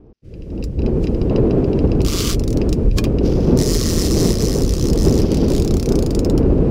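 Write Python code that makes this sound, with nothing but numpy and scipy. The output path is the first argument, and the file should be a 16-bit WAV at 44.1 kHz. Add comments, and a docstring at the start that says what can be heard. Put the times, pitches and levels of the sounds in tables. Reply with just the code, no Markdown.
"""A trolling reel gives line to a fish from a small boat: its ratchet buzzes in fast runs, slows to single
clicks. Every tooth strikes the pawl as a blow, a bounce and a rattle, coloured by noise bodies, modes and
spring sizzle. Around the runs, struck modes make gear ticks and frame clacks; shaped noise makes hand scrapes
and line hiss. Wind is noise in three bands driven by one strength, with windowed sine thumps, over a steady
wash of sea. A soft rush opens the scene; the sound then drops to near silence briefly before the wind sets in."""
import sys
import numpy as np
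from scipy import signal
from scipy.fft import rfft, irfft, next_fast_len
from scipy.io import wavfile
from scipy.ndimage import uniform_filter1d, map_coordinates

SR = 44100
rng = np.random.default_rng(int(sys.argv[2]) if len(sys.argv) > 2 else 0)


def dump_mix(stems):
    """Bounce the given channels to the path in sys.argv[1] as a 16-bit WAV at rate SR."""
    frames = np.atleast_2d(stems).T  # one column per channel
    limited = np.clip(frames, -1, 1)  # hard clip at full scale
    pcm = np.round(limited * 32767).astype(np.int16)
    wavfile.write(sys.argv[1], SR, pcm)


N = 295600  # length in samples

# Spool speed in the buzzing runs and as it slows almost to rest: [t/s, rate/(teeth per s)]
FIRST_RUN = [(2.049, 59), (2.09, 123), (2.25, 246), (2.32, 190), (2.356, 47)]
LONG_RUN = [(3.574, 61.62), (3.7368, 178.66), (3.8157, 120.09), (3.8989, 180.61), (3.9602, 150.43),
            (4.05, 227.11), (4.09, 109.7), (4.24, 187.89), (4.3, 151.83), (4.36, 52.15), (4.4401, 145.59),
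            (4.4795, 78.39), (4.5748, 113.15), (4.6235, 68.82), (4.907, 66.68)]
SHORT_RUN = [(4.976, 79), (5.04, 105.4), (5.129, 59.3), (5.18, 96.1), (5.222, 45.1)]
RUN_DOWN = [(5.483, 48.38), (5.556, 72.29), (5.614, 40.47), (5.696, 30.65), (5.76, 34.82), (6.04, 27.5),
            (6.09, 21.09), (6.16, 25.69), (6.21, 16.78), (6.28, 20.72), (6.39, 5.4)]
# Single teeth passing the pawl as the spool creeps: [t/s, nominal level/dB]
TEETH = [(0.6401, -22), (2.017, -22), (2.3955, -19), (2.4375, -21), (2.4782, -16), (2.505, -21),
         (2.529, -20.5), (2.5725, -20), (2.6923, -21.5), (2.7282, -13.5), (4.9322, -13.5), (4.9581, -21),
         (5.3178, -16.5), (5.3447, -16), (5.3716, -18)]
# Click colour of the pawl, the whole frame, a slow rounder tooth, the spring: [f/Hz, relative level/dB per Hz]
PAWL = [(600, -37), (1150, -3), (1550, -18.5), (1900, -7), (2300, -16), (3500, -14), (4500, -1.5),
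        (5450, 1), (6400, 1), (7100, -2.5), (8700, -10), (9800, -6), (11500, -22), (14500, -15.5)]
FRAME = [(600, -38), (950, -4), (1200, 3), (1550, -10.5), (2500, -4.5), (3200, -1.5), (4800, 1),
         (6200, -1.5), (7200, -2), (8200, -9), (10300, -10), (11600, -16.5), (14500, -12.5)]
SLOW_PAWL = [(600, -31), (1200, -0.5), (1550, -13), (2300, -6), (3200, -5), (4100, 0.5), (5200, 2),
             (6000, -2.5), (7000, -1), (9100, -11), (9800, -4), (10700, -17.5), (12200, -23), (15000, -13)]
SPRING = [(5000, -25), (8000, 1), (10000, 0), (11800, 0.5), (14000, 3), (15500, -6.5)]
# Ringing modes of the steel pawl, the knocked frame and the winding gear: [f/Hz, relative level/dB, t60/s]
PAWL_MODES = [(4530, -2, 0.0093), (5490, 0, 0.0051), (6070, -2.5, 0.0071), (7400, -10, 0.0033)]
FRAME_MODES = [(1105, 1, 0.045), (1270, -7, 0.041), (1688, 5, 0.03), (2433, 4, 0.053), (3105, 5, 0.035),
               (3610, 3, 0.033), (5000, -10, .03), (6100, -15, .025)]
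GEAR_MODES = [(2600, -17, .008), (2726, 6.5, 0.0069), (3100, -12, 0.0055), (3910, -1, 0.0087),
              (4790, -1, 0.01), (5040, -7, 0.0087)]
# Loudest ticks of the winding gear: [t/s, nominal level/dB]
TICKS = [(0.626, -29), (0.7914, -32), (0.8198, -31.5), (0.8624, -25), (1.042, -25.5), (1.071, -23),
         (1.1468, -31.5), (1.2155, -27.5), (1.297, -30), (1.3611, -21), (1.5093, -27), (1.6436, -28.5),
         (1.7314, -27), (1.7903, -23.5), (1.9175, -24), (2.0056, -24.5), (2.616, -20.5), (2.9129, -29),
         (3.0526, -21.5), (3.1857, -23)]
# Spells of winding that carry faint ticks: [start t/s, end t/s]
WINDING = [(.342, .6), (1.877, 2.5), (6.427, 6.62)]
# Clacks of the reel under the hand: [t/s, nominal level/dB, ring against that level/dB]
CLACKS = [(2.976, -33, -11), (2.9842, -6.5, -17.5), (2.992, -30, -13), (3.041, -11.5, -25)]
# Short scrapes of the hand on the reel: [t/s, level at the crest/dB, decay length to each side/s]
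SCRAPES = [(0.646, -48, .006), (1.038, -46, 0.014), (2.734, -48, 0.0075), (2.98, -29, 0.0073),
           (6.48, -64, 0.012)]
# Line rubbing through the guides: [t/s, level/dB]
LINE = [(3.15, -90), (3.26, -40), (3.55, -48), (3.7, -38), (4.3, -39.5), (4.9, -46), (5.25, -39.5),
        (5.56, -42), (5.66, -49), (6.2, -57.5), (6.42, -100)]
# Colour of the line hiss: [f/Hz, relative level/dB per Hz]
LINE_COLOUR = [(900, -12), (2000, -11), (2700, -6.5), (4200, -8), (4700, -2), (5300, -3), (5900, -5.5),
               (6500, -13), (7500, -18.5), (8700, -28.5), (10500, -21), (15000, -29)]
# Strength of the wind on the microphone, before its small gusts: [t/s, level/dB]
WIND = [(0.24, -45), (0.36, -32.5), (0.45, -34.5), (0.6, -23.6), (0.75, -31.3), (0.8, -21), (1.2, -19),
        (1.4, -14), (1.68, -15), (1.92, -19), (2.52, -22.5), (2.56, -17.5), (2.86, -19.5), (2.93, -29),
        (2.99, -18.5), (3.42, -17.5), (3.5, -13.5), (3.76, -20), (4.17, -18.5), (4.3, -14.5), (4.36, -21),
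        (4.61, -16), (4.66, -21), (5.12, -15.5), (5.45, -16.5), (5.84, -21.5), (5.97, -16.5), (6.67, -16.5)]
# Colour of the slow buffets, the fluttering roar, its ragged upper edge, the sea: [f/Hz, relative level/dB per Hz]
BUFFET = [(10, -20), (22, 0), (42, 0.5), (75, -2), (110, -8), (200, -17.5), (500, -80)]
FLUTTER = [(50, -20), (110, -0.5), (180, 0), (320, -.5), (440, -3), (520, -9), (620, -19.5), (800, -41),
           (1400, -81)]
EDGE = [(350, -12.5), (600, 8), (800, 1.5), (1100, -5.5), (1500, -12.5), (2000, -20.5), (2600, -19),
        (3400, -28.5), (4800, -32), (6500, -55.5), (15000, -57)]
SEA = [(200, 3), (800, -9), (2600, 0), (3600, -9.5), (4900, -5.5), (6500, -11.5), (10000, -17.5),
       (15000, -25)]
# Heavy gusts that thump the microphone: [t/s, level/dB, f/Hz, Gaussian length/s]
THUMPS = [(0.793, -10.5, 59.7, 0.01), (0.946, -9, 54.6, 0.015), (2.89, -11.5, 42.5, 0.05)]

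# Ratchet: nominal tooth levels, and the steady fade through the long and short runs
FIRST_DB, RUN_DOWN_DB = -24.5, -16.5
LONG_DB, LONG_FADE_DB_PER_S = -25, 3
SIZZLE_RATE, SIZZLE_GROWS = 160, 0.22  # teeth per s that leave the sizzle gain at 1; power of the speed
# Faint gear ticks: mean gap, timing scatter, nominal level, level scatter
TICK_GAP_S, TICK_JITTER_S, FAINT_TICK_DB, TICK_SCATTER_DB = .078, .003, -39.5, 0.5
# Wind: roar against the strength; depth and pace of its small gusts
FLUTTER_DB, GUST_DB, GUSTS_PER_S = -0.24, 1.44, 12
# Buffets: offset from the smoothed strength, smoothing span, independent swing, ceiling before that swing
BUFFET_DB, BUFFET_SPAN_S, BUFFET_SWING_DB, BUFFET_TOP_DB = 2.5, 0.24, 1.3, -18.5
EDGE_DB, EDGE_GROWS, USUAL_WIND_DB = -38, 1.38, -18  # edge level at the usual strength; dB per dB of strength
WIND_START_S, WIND_RISE_S = .22, 0.03
LULL_DB, SILENCE_DB, LULL_END_S = -44.5, -88, .127
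TOP_HZ = 15600  # upper band limit


def first_run():
    """The first burst of speed shakes the whole frame of the reel."""
    times, db = tooth_times(FIRST_RUN, FIRST_DB, jitter=.00004, scatter_db=2.13)
    blows = strikes(times, db + 18, bounce_db=-8.5, bounce_lag=.0005, rattle_db=1.0, rattle_t60=0.023)
    click = ring(blows, FRAME)
    frame_ring = amp(-15) * ringing(blows, FRAME_MODES)
    spring = amp(-14.5) * sizzle(blows, t60=.035)
    return click + frame_ring + spring


def long_runs():
    """The pawl buzzes over the teeth as the fish surges and tires; the faster, the more the spring sizzles."""
    runs = [tooth_times(run, LONG_DB, jitter=.00004, scatter_db=1.75) for run in (LONG_RUN, SHORT_RUN)]
    times, db = np.hstack(runs)
    db = db - LONG_FADE_DB_PER_S * (times - times[0])
    blows = strikes(times, db + 19.5, bounce_db=-5, bounce_lag=.0005, rattle_db=0, rattle_t60=0.012)
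    speed = curves(np.vstack([LONG_RUN, SHORT_RUN]))[0]
    spring = (speed / SIZZLE_RATE) ** SIZZLE_GROWS * sizzle(blows, t60=.045)
    return ring(blows, PAWL) + amp(-9) * ringing(blows, PAWL_MODES) + amp(-12.0) * spring


def single_teeth():
    """The pawl drops over one tooth at a time, as the spool creeps and as it runs down."""
    run_down = tooth_times(RUN_DOWN, RUN_DOWN_DB, jitter=.00006, scatter_db=0.3)
    times, db = np.hstack([np.transpose(TEETH), run_down])
    blows = strikes(times, db + 6, bounce_db=-4.5, bounce_lag=.0006, rattle_db=2, rattle_t60=0.016)
    return ring(blows, SLOW_PAWL) + amp(-14.5) * sizzle(blows, t60=0.035)


def tooth_times(run, db, jitter, scatter_db):
    """Times and levels of the teeth: one click each time the spool has turned one tooth further."""
    s, rate = np.transpose(run)
    t = np.arange(s[0], s[-1], 1 / SR)
    turned = np.cumsum(np.interp(t, s, rate)) / SR  # in teeth
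    times = np.interp(np.arange(int(turned[-1]) + 1), turned, t)
    chance = rng.standard_normal((len(times), 2))
    return times + jitter * chance[:, 0], db + scatter_db * chance[:, 1]


def sizzle(blows, t60):
    """The pawl spring trembles on after every blow: thin noise follows the decaying energy of the blows."""
    keep = np.exp(-2 * np.log(1000) / (t60 * SR))
    energy = signal.lfilter([1 - keep], [1, -keep], blows ** 2)
    return np.sqrt(energy) * noise(SPRING)


def gear():
    """Metallic ticks from inside the reel while line is wound in: blows exciting the modes of the gear."""
    times, db = np.vstack([TICKS, faint_ticks()]).T
    blows = strikes(times, db + 12, bounce_db=-12, bounce_lag=0.00095, rattle_db=-4.5, rattle_t60=0.032)
    return ringing(blows, GEAR_MODES)


def faint_ticks():
    """Rows [t/s, level/dB] of the small, slightly uneven ticks that run through each spell of winding."""
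    times = np.concatenate([np.arange(start, end, TICK_GAP_S) for start, end in WINDING])
    chance = rng.standard_normal((len(times), 2))
    uneven = times + TICK_JITTER_S * chance[:, 0]
    return np.column_stack([uneven, FAINT_TICK_DB + TICK_SCATTER_DB * chance[:, 1]])


def clacks():
    """Hard knocks: a noisy crack of the frame, and a push that sets its modes ringing."""
    times, db, ring_db = np.transpose(CLACKS)
    crack = strikes(times, db + 4.5, bounce_db=-5, bounce_lag=0.0006, rattle_db=4, rattle_t60=0.027)
    push = strikes(times, db + ring_db + 25, bounce_db=-22, bounce_lag=0.00017, rattle_db=-8, rattle_t60=.02)
    return ring(crack, FRAME) + ringing(push, FRAME_MODES)


def scrapes():
    """The hand slides briefly over the frame: frame-coloured noise swells and dies exponentially."""
    t = np.arange(N) / SR
    swell = sum(amp(db) * np.exp(-abs(t - s) / length) for s, db, length in SCRAPES)
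    return noise(FRAME) * swell


def line():
    """Taut line hisses through the guides: coloured noise broken up by a fine random grain."""
    grain = amp(3.3 * wobble(350))
    return amp(curves(LINE)[0]) * unit(noise(LINE_COLOUR) * grain)


def deck(x, t60):
    """The deck and gunwale scatter a short answer: a dying noise tail, 2.5 ms late."""
    return signal.fftconvolve(x, np.pad(burst(t60), (SR // 400, 0)))[:N]


def wind():
    """One strength drives the eddies at the microphone: slow buffets, a fluttering roar, a ragged upper edge."""
    strength_db = curves(WIND)[0] + GUST_DB * wobble(GUSTS_PER_S)
    mean_db = uniform_filter1d(strength_db, int(BUFFET_SPAN_S * SR))
    buffet_db = np.minimum(mean_db + BUFFET_DB, BUFFET_TOP_DB)
    edge_db = EDGE_DB + EDGE_GROWS * (strength_db - USUAL_WIND_DB)
    eddies = wobble(70)  # shared by roar and edge
    buffet = amp(buffet_db + BUFFET_SWING_DB * wobble(GUSTS_PER_S)) * noise(BUFFET)
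    flutter = amp(strength_db + FLUTTER_DB) * unit(noise(FLUTTER) * amp(1.05 * eddies))
    edge = amp(edge_db) * unit(noise(EDGE) * amp(1.9 * eddies + 1.13 * wobble(160)))
    blowing = np.clip((np.arange(N) / SR - WIND_START_S) / WIND_RISE_S, 0, 1)
    return blowing * (buffet + flutter + edge)


def thumps():
    """A large eddy swings the pressure: a low sine under a Gaussian swell."""
    t = np.arange(N) / SR
    out = np.zeros(N)
    for s, db, hz, length in THUMPS:
        swell = np.exp(-((t - s) / length) ** 2)
        out += amp(db) * swell * np.sin(2 * np.pi * hz * (t - s))
    return out


def sea():
    """The wash around the hull: coloured noise that comes up early on, then wavers gently."""
    rise_db = np.interp(np.arange(N) / SR, [.21, .25, 1.1], [-40, -9, 0])
    return amp(-56.0 + rise_db + 1.3 * wobble(5.34)) * noise(SEA)


def lull():
    """A soft rush of air, mixed from the wind colours; then the level drops to near silence."""
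    db = np.interp(np.arange(N) / SR, [LULL_END_S, LULL_END_S + .006], [LULL_DB, SILENCE_DB])
    return amp(db) * unit(noise(FLUTTER) + noise(BUFFET) + 0.17 * noise(EDGE))


def strikes(times, levels_db, bounce_db, bounce_lag, rattle_db, rattle_t60):
    """Each contact is one sharp blow, a quick bounce and a rattle of loose parts."""
    out = np.zeros(N + SR)
    for s, db in zip(times, levels_db):
        blow = amp(rattle_db) * burst(rattle_t60)
        blow[0] += 1
        bounce_at = int(bounce_lag * rng.uniform(.5, 1.5) * SR)
        blow[bounce_at] += amp(bounce_db)
        out[round(s * SR):][:len(blow)] += amp(db) * blow
    return out[:N]


def burst(t60):
    """Dying noise of unit energy."""
    t = np.arange(SR // 8) / SR
    x = amp(-60 * t / t60) * rng.standard_normal(len(t))
    return x / np.linalg.norm(x)


def ring(x, spectrum, size=4096):
    """Pass x through a causal, minimum-phase body of unit energy with this spectrum."""
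    cepstrum = irfft(np.log(gain_at(spectrum, np.fft.rfftfreq(size, 1 / SR))))
    # folding the cepstrum forward in time makes the body speak at once
    cepstrum[1:size // 2] *= 2
    cepstrum[size // 2 + 1:] = 0
    body = irfft(np.exp(rfft(cepstrum)))
    return signal.fftconvolve(x, body / np.linalg.norm(body))[:N]


def ringing(x, modes):
    """Pass x through damped modes of unit energy in all."""
    t = np.arange(SR // 8) / SR
    body = sum(amp(db - 60 * t / t60) * np.sin(2 * np.pi * hz * t) for hz, db, t60 in modes)
    body *= 1 - np.exp(-t / 0.00015)  # the metal takes a moment to start swinging
    return signal.fftconvolve(x, body / np.linalg.norm(body))[:N]


def noise(spectrum):
    """Coloured noise of rms 1."""
    return unit(filtered(rng.standard_normal(N), lambda hz: gain_at(spectrum, hz)))


def filtered(x, response):
    """x with its spectrum multiplied by a response of frequency."""
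    m = next_fast_len(N + SR // 2)
    return irfft(rfft(x, m) * response(np.fft.rfftfreq(m, 1 / SR)), m)[:N]


def gain_at(spectrum, hz):
    """Gain of [f/Hz, level/dB] points joined on a log axis."""
    f, db = np.transpose(spectrum)
    return amp(np.interp(np.log(hz + 1), np.log(f + 1), db))


def curves(rows):
    """One value per sample for each column after the time."""
    s, *cols = np.transpose(rows)
    return [np.interp(np.arange(N) / SR, s, c) for c in cols]


def wobble(rate):
    """A smooth random curve, rate knots a second."""
    knots = rng.standard_normal(int(N * rate / SR) + 4)
    return map_coordinates(knots, [np.arange(N) * rate / SR])


def amp(db):
    """Decibels to gain."""
    return 10 ** (np.asarray(db) / 20)


def unit(x):
    """Scale to rms 1."""
    return x / np.sqrt(np.mean(x ** 2) + 1e-20)


def scene():
    """The reel and its answer from the deck, in wind and sea."""
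    ratchet = first_run() + long_runs() + single_teeth()
    reel = ratchet + gear() + clacks() + scrapes() + line()
    answer = amp(-10.5) * deck(reel, t60=0.066)
    background = wind() + thumps() + sea() + lull()
    return (reel + answer + background)[None]


def record(dry):
    """Fade both ends over 90 samples and cut steeply above the band limit."""
    fade = np.minimum(1, np.minimum(np.arange(N), np.arange(N)[::-1]) / 90)
    return filtered(dry[0] * fade, lambda hz: 1 / np.sqrt(1 + (hz / TOP_HZ) ** 160))[None]


dry = scene()
out = record(dry)
dump_mix(out)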